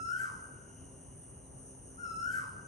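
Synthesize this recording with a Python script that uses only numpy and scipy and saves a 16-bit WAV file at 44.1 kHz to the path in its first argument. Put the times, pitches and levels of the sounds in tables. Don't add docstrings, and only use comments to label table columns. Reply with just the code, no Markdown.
import sys
import numpy as np
from scipy import signal
from scipy.fft import rfft, irfft
from scipy.io import wavfile
from scipy.ndimage import uniform_filter1d

SR = 44100
rng = np.random.default_rng(int(sys.argv[2]) if len(sys.argv) > 2 else 0)


def wav_record(signal):
    frames = np.transpose(np.atleast_2d(signal))
    bounded = np.clip(frames, -1, 1)
    quanta = np.round(bounded * 32767).astype(np.int16)
    wavfile.write(sys.argv[1], SR, quanta)


def how_loud(loudness_db):
    steps = np.asarray(loudness_db, float) / 20
    return 10 ** steps


N = 117747
LEAD = 3000


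def evened(x):
    return x / np.sqrt(np.mean(x ** 2) + 1e-20)


def read(points, hz):
    f, value = np.transpose(points)
    return np.interp(np.log(hz + 1), np.log(f + 1), value)


def slow(n, size):
    drift = uniform_filter1d(rng.standard_normal(n), size)
    return evened(uniform_filter1d(drift, size))


def ports(a, b, alike):
    # frequency in Hz, lead of the right port in radians.
    port_phase = [(0, -2), (1500, 4), (2500, 5), (5000, 8), (7400, 4.5), (8500, 6.5), (11800, 12.5)]
    alike = np.clip(alike, 0, 1)
    hz = np.fft.rfftfreq(len(a), 1 / SR)
    lead = np.interp(hz, *np.transpose(port_phase))
    turned = irfft(rfft(a) * np.exp(1j * lead), len(a))
    return np.array([a, alike * turned + np.sqrt(1 - alike ** 2) * b])


def air():
    # frequency in Hz, density in dB per Hz.
    air_spectrum = [(28, -10.5), (48, -2.5), (120, 0.35), (230, -8.5), (500, -11.5), (800, -19),
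                    (2000, -32.5), (5200, -50), (9000, -72)]
    # frequency in Hz, likeness from -1 to 1.
    likeness = [(60, 0.99), (170, 0.83), (500, 0.063), (1440, 0.36), (4160, -0.037), (12000, -0.35)]
    frames, hz = N // 256 + 5, np.fft.rfftfreq(1024, 1 / SR)
    a, b, c, d, patches = rng.standard_normal((frames, 513, 5)).T
    patches = uniform_filter1d(patches, size=8, axis=0)
    patches = evened(uniform_filter1d(patches, size=14, axis=1))
    same = np.clip(read(likeness, hz), -1, 1)[:, None]
    left, other = a + 1j * b, c + 1j * d
    z = np.array([left, same * left + np.sqrt(1 - same ** 2) * other])
    z *= how_loud(read(air_spectrum, hz)[:, None] + 1.36 * patches)
    noise = signal.istft(z, nperseg=1024, noverlap=768)[1][:, :N]
    return how_loud(-54 + np.array([[1.4], [-.3]])) * evened(noise)


def chirps():
    # start in seconds, length in seconds, first pitch in Hz, last pitch in Hz, level in dB.
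    far_chirps = [
        (.9, .04, 3650, 3500, -83),
        (1.2, .09, 3550, 3400, -84),
        (1.43, .045, 4150, 3800, -80),
        (1.08, .04, 990, 990, -66),
        (1.44, .04, 840, 820, -67),
        (.755, .04, 11900, 11300, -78),
    ]
    out, t = np.zeros(N), np.arange(N) / SR
    for start, length, first_hz, last_hz, db in far_chirps:
        u = np.clip((t - start) / length, 0, 1)
        turn = 2 * np.pi * np.cumsum(first_hz + (last_hz - first_hz) * u) / SR
        out += how_loud(db) * np.sin(np.pi * u) * np.sin(turn)
    return out


def stridulation(song, body):
    rate, depth, db, alike, pan_db = song
    hz = np.fft.rfftfreq(N, 1 / SR)
    ring = np.sqrt(sum((how_loud(d) / (1 + (2 * (hz - f) / w) ** 2)) ** 2 for f, w, d in body))
    a, b = irfft(rfft(rng.standard_normal((2, N))) * ring, N)
    turn = 2 * np.pi * np.cumsum(rate * (1 + 0.0044 * slow(N, size=6000))) / SR
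    swell = np.cos(turn) + 0.55 * np.cos(2 * turn + 2.0)
    swell += 0.63 * np.cos(3 * turn + 0.93) + 0.24 * np.cos(4 * turn)
    pulse = (1 + depth * swell) * how_loud(1.56 * slow(N, size=5000))
    return evened(ports(a * pulse, b * pulse, alike)) * how_loud(db + np.array([[.5], [-.5]]) * pan_db)


def cricket():
    # frequency in Hz, width in Hz, level in dB.
    cricket_song = (23.5, -0.08, -76, 1, 1.5), [(2873, 240, 0.1)]
    # centre in seconds, length in seconds, rise in dB.
    bursts = [
        (0.566, 0.072, 4),
        (.7, .04, 4.5),
        (.82, .06, 7.5),
        (1.037, .05, 3.5),
        (1.117, 0.026, 3.5),
        (1.412, 0.055, 2),
        (1.703, 0.024, 4),
        (1.92, 0.058, 3.5),
        (2.61, 0.091, -1),
    ]
    t = np.arange(N) / SR
    burst_db = sum(db * np.exp(-((t - s) / w) ** 2) for s, w, db in bursts)
    return how_loud(burst_db - 3) * stridulation(*cricket_song)


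def cicadas():
    # frequency in Hz, width in Hz, level in dB.
    near_song = (131, 0.12, -57, 0.67, 0.1), [(8890, 540, -16), (9006, 320, -12), (9340, 360, -9.2),
                 (9578, 237, -7), (9880, 100, -18)]
    second_song = (120, 0.4, -73, 2.8, -0.5), [(8020, 560, -0.1), (8700, 890, -0.8)]
    chorus_song = (24.5, 0.08, -66.5, 0.6, 4), [(5680, 220, -8.5), (6066, 360, 1), (6453, 380, 2.5)]
    return sum(stridulation(*song) for song in (near_song, second_song, chorus_song))


def drone():
    # frequency in Hz, level in dB.
    buzz_lines = [(131.4, -63.5), (262.4, -64), (393.5, -69)]
    out = np.zeros(N)
    for hz, db in buzz_lines:
        turn = 2 * np.pi * np.cumsum(hz + 1.54 * slow(N, size=3000)) / SR
        out += how_loud(db + 1.5 + 3.8 * slow(N, size=3000)) * np.sin(turn)
    return out


def garden():
    # frequency in Hz, time to fall by 60 dB in seconds.
    decay = [(900, 1.42), (1500, 1.114), (2700, 0.86), (5500, 1.01), (11000, 0.31)]
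    # delay in seconds, length in seconds, rise in dB.
    clumps = [
        (0.028, 0.023, 4.6),
        (0.076, 0.031, 4.7),
        (.21, 0.04, 2.4),
    ]
    taps = np.zeros((2, SR))
    at = np.arange(300, SR - 30, 30) + rng.integers(0, 30, (2, (SR - 301) // 30))
    np.put_along_axis(taps, at, rng.choice([-1., 1.], at.shape), 1)
    t = np.arange(SR) / SR
    taps *= how_loud(sum(db * np.exp(-((t - s) / w) ** 2) for s, w, db in clumps))
    hz, frame, z = signal.stft(taps, SR, nperseg=256)
    z = z * how_loud(-60 * frame / read(decay, hz)[:, None])
    tail = signal.istft(z, SR, nperseg=256)[1][:, :SR]
    tail = tail * how_loud(2) / np.linalg.norm(tail[0])
    tail = np.pad(tail, ((0, 0), (LEAD, LEAD)))
    tail[0, LEAD] += 1
    return ports(*tail, alike=0.55)


def call(t, start, factor, db, push_db):
    # time from the start in seconds, pitch in Hz, effort in dB, hoarseness from 0 to 1.
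    call_shape = [
        (0, 1247, -22.5, 0.1),
        (0.019, 1441, -7.5, 0.1),
        (0.102, 1322, -4, 0.1),
        (.21, 1341, -4, .05),
        (.27, 1448, 0, 0),
        (.325, 1568, -4, 0.37),
        (.36, 1546, -0.5, 0.93),
        (0.411, 1248, -10, .9),
        (0.481, 882, -24.5, 0),
    ]
    overtones_db = [1, -30, -35, -26, -24, -31, -54, -35.5, -39.5]
    # frequency in Hz, gain in dB.
    throat = [(1500, -0.07), (2700, 1.5), (3300, -2.5), (4400, -5.5), (5350, 7.5), (5900, -4), (10700, -4),
              (11450, 1)]
    # frequency in Hz, density in dB per Hz.
    rasp_spectrum = [(1500, -16.5), (1900, -3.3), (2300, -14.5), (3600, -28), (6100, -16), (8000, -10),
                     (10200, -22.5), (11300, -2.5), (12100, -41)]
    n, release_s = len(t), 0.028
    s, *curves = np.transpose(call_shape)
    hz, effort_db, hoarse = (uniform_filter1d(np.interp(t - start, s, v), size=500) for v in curves)
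    turn = 2 * np.pi * np.cumsum(factor * hz * (1 + .0012 * slow(n, size=300))) / SR
    tone = np.zeros(n)
    for k, d in enumerate(overtones_db, 1):
        fade = 1 - 0.49 * np.clip(hoarse, 0, 1) * (k > 3)
        tone += np.sqrt(2) * how_loud(d + read(throat, k * hz)) * np.sin(k * turn) * fade
    colour = how_loud(read(rasp_spectrum, np.fft.rfftfreq(n, 1 / SR)))
    rasp = evened(irfft(rfft(rng.standard_normal(n)) * colour, n))
    voice = tone + how_loud(-12) * hoarse ** 2 * rasp
    attack = np.clip((t - start) / 0.0013, 0, 1)
    release = np.clip((start + s[-1] + release_s - t) / release_s, 0, 1)
    return attack * release * how_loud(db + effort_db + push_db * hoarse) * voice


def bird():
    # start in seconds, pitch factor, level in dB, extra push at the hoarse top in dB.
    calls_at = [
        (-.168, 1, -36.5, -0.1),
        (1.972, 1.0, -37, 2),
    ]
    t = np.arange(-SR // 2, N) / SR
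    calls = sum(call(t, *row) for row in calls_at)
    heard = signal.fftconvolve(calls[None], garden(), axes=1)[:, SR // 2 + LEAD:][:, :N]
    return heard * how_loud([[-2.3], [-3]])


def scene():
    return air() + chirps() + cricket() + cicadas() + drone() + bird()


def masked(x):
    # frequency in Hz, limit in dB relative to the loudest partial.
    mask_limit = [(1450, -70), (1620, -40), (1950, -50), (2400, -54), (3500, -61), (4900, -52), (7300, -57),
                  (9000, -70)]
    hz, _, z = signal.stft(x, SR, nperseg=1024, noverlap=768)
    power = uniform_filter1d((abs(z) ** 2).mean(0), size=5, axis=1)
    band_db = 10 * np.log10(uniform_filter1d(power, size=7, axis=0) + 1e-20)
    loudest_db = 10 * np.log10(power.max(0) + 1e-20)
    treble_db = np.where(hz > 10100, -97, -200)[:, None]
    limit_db = np.maximum(loudest_db + read(mask_limit, hz)[:, None], treble_db)
    return signal.istft(z * (band_db > limit_db), SR, nperseg=1024, noverlap=768)[1][:, :N]


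def band_limit(x):
    return signal.sosfilt(signal.butter(12, 12620, fs=SR, output="sos"), x)


def record(dry):
    x = signal.oaconvolve(dry, signal.firwin(511, 12550, fs=SR)[None], "same")
    x = signal.sosfilt(signal.butter(4, 42, "high", fs=SR, output="sos"), x)
    return band_limit(masked(x))


dry = scene()
out = record(dry)
wav_record(out)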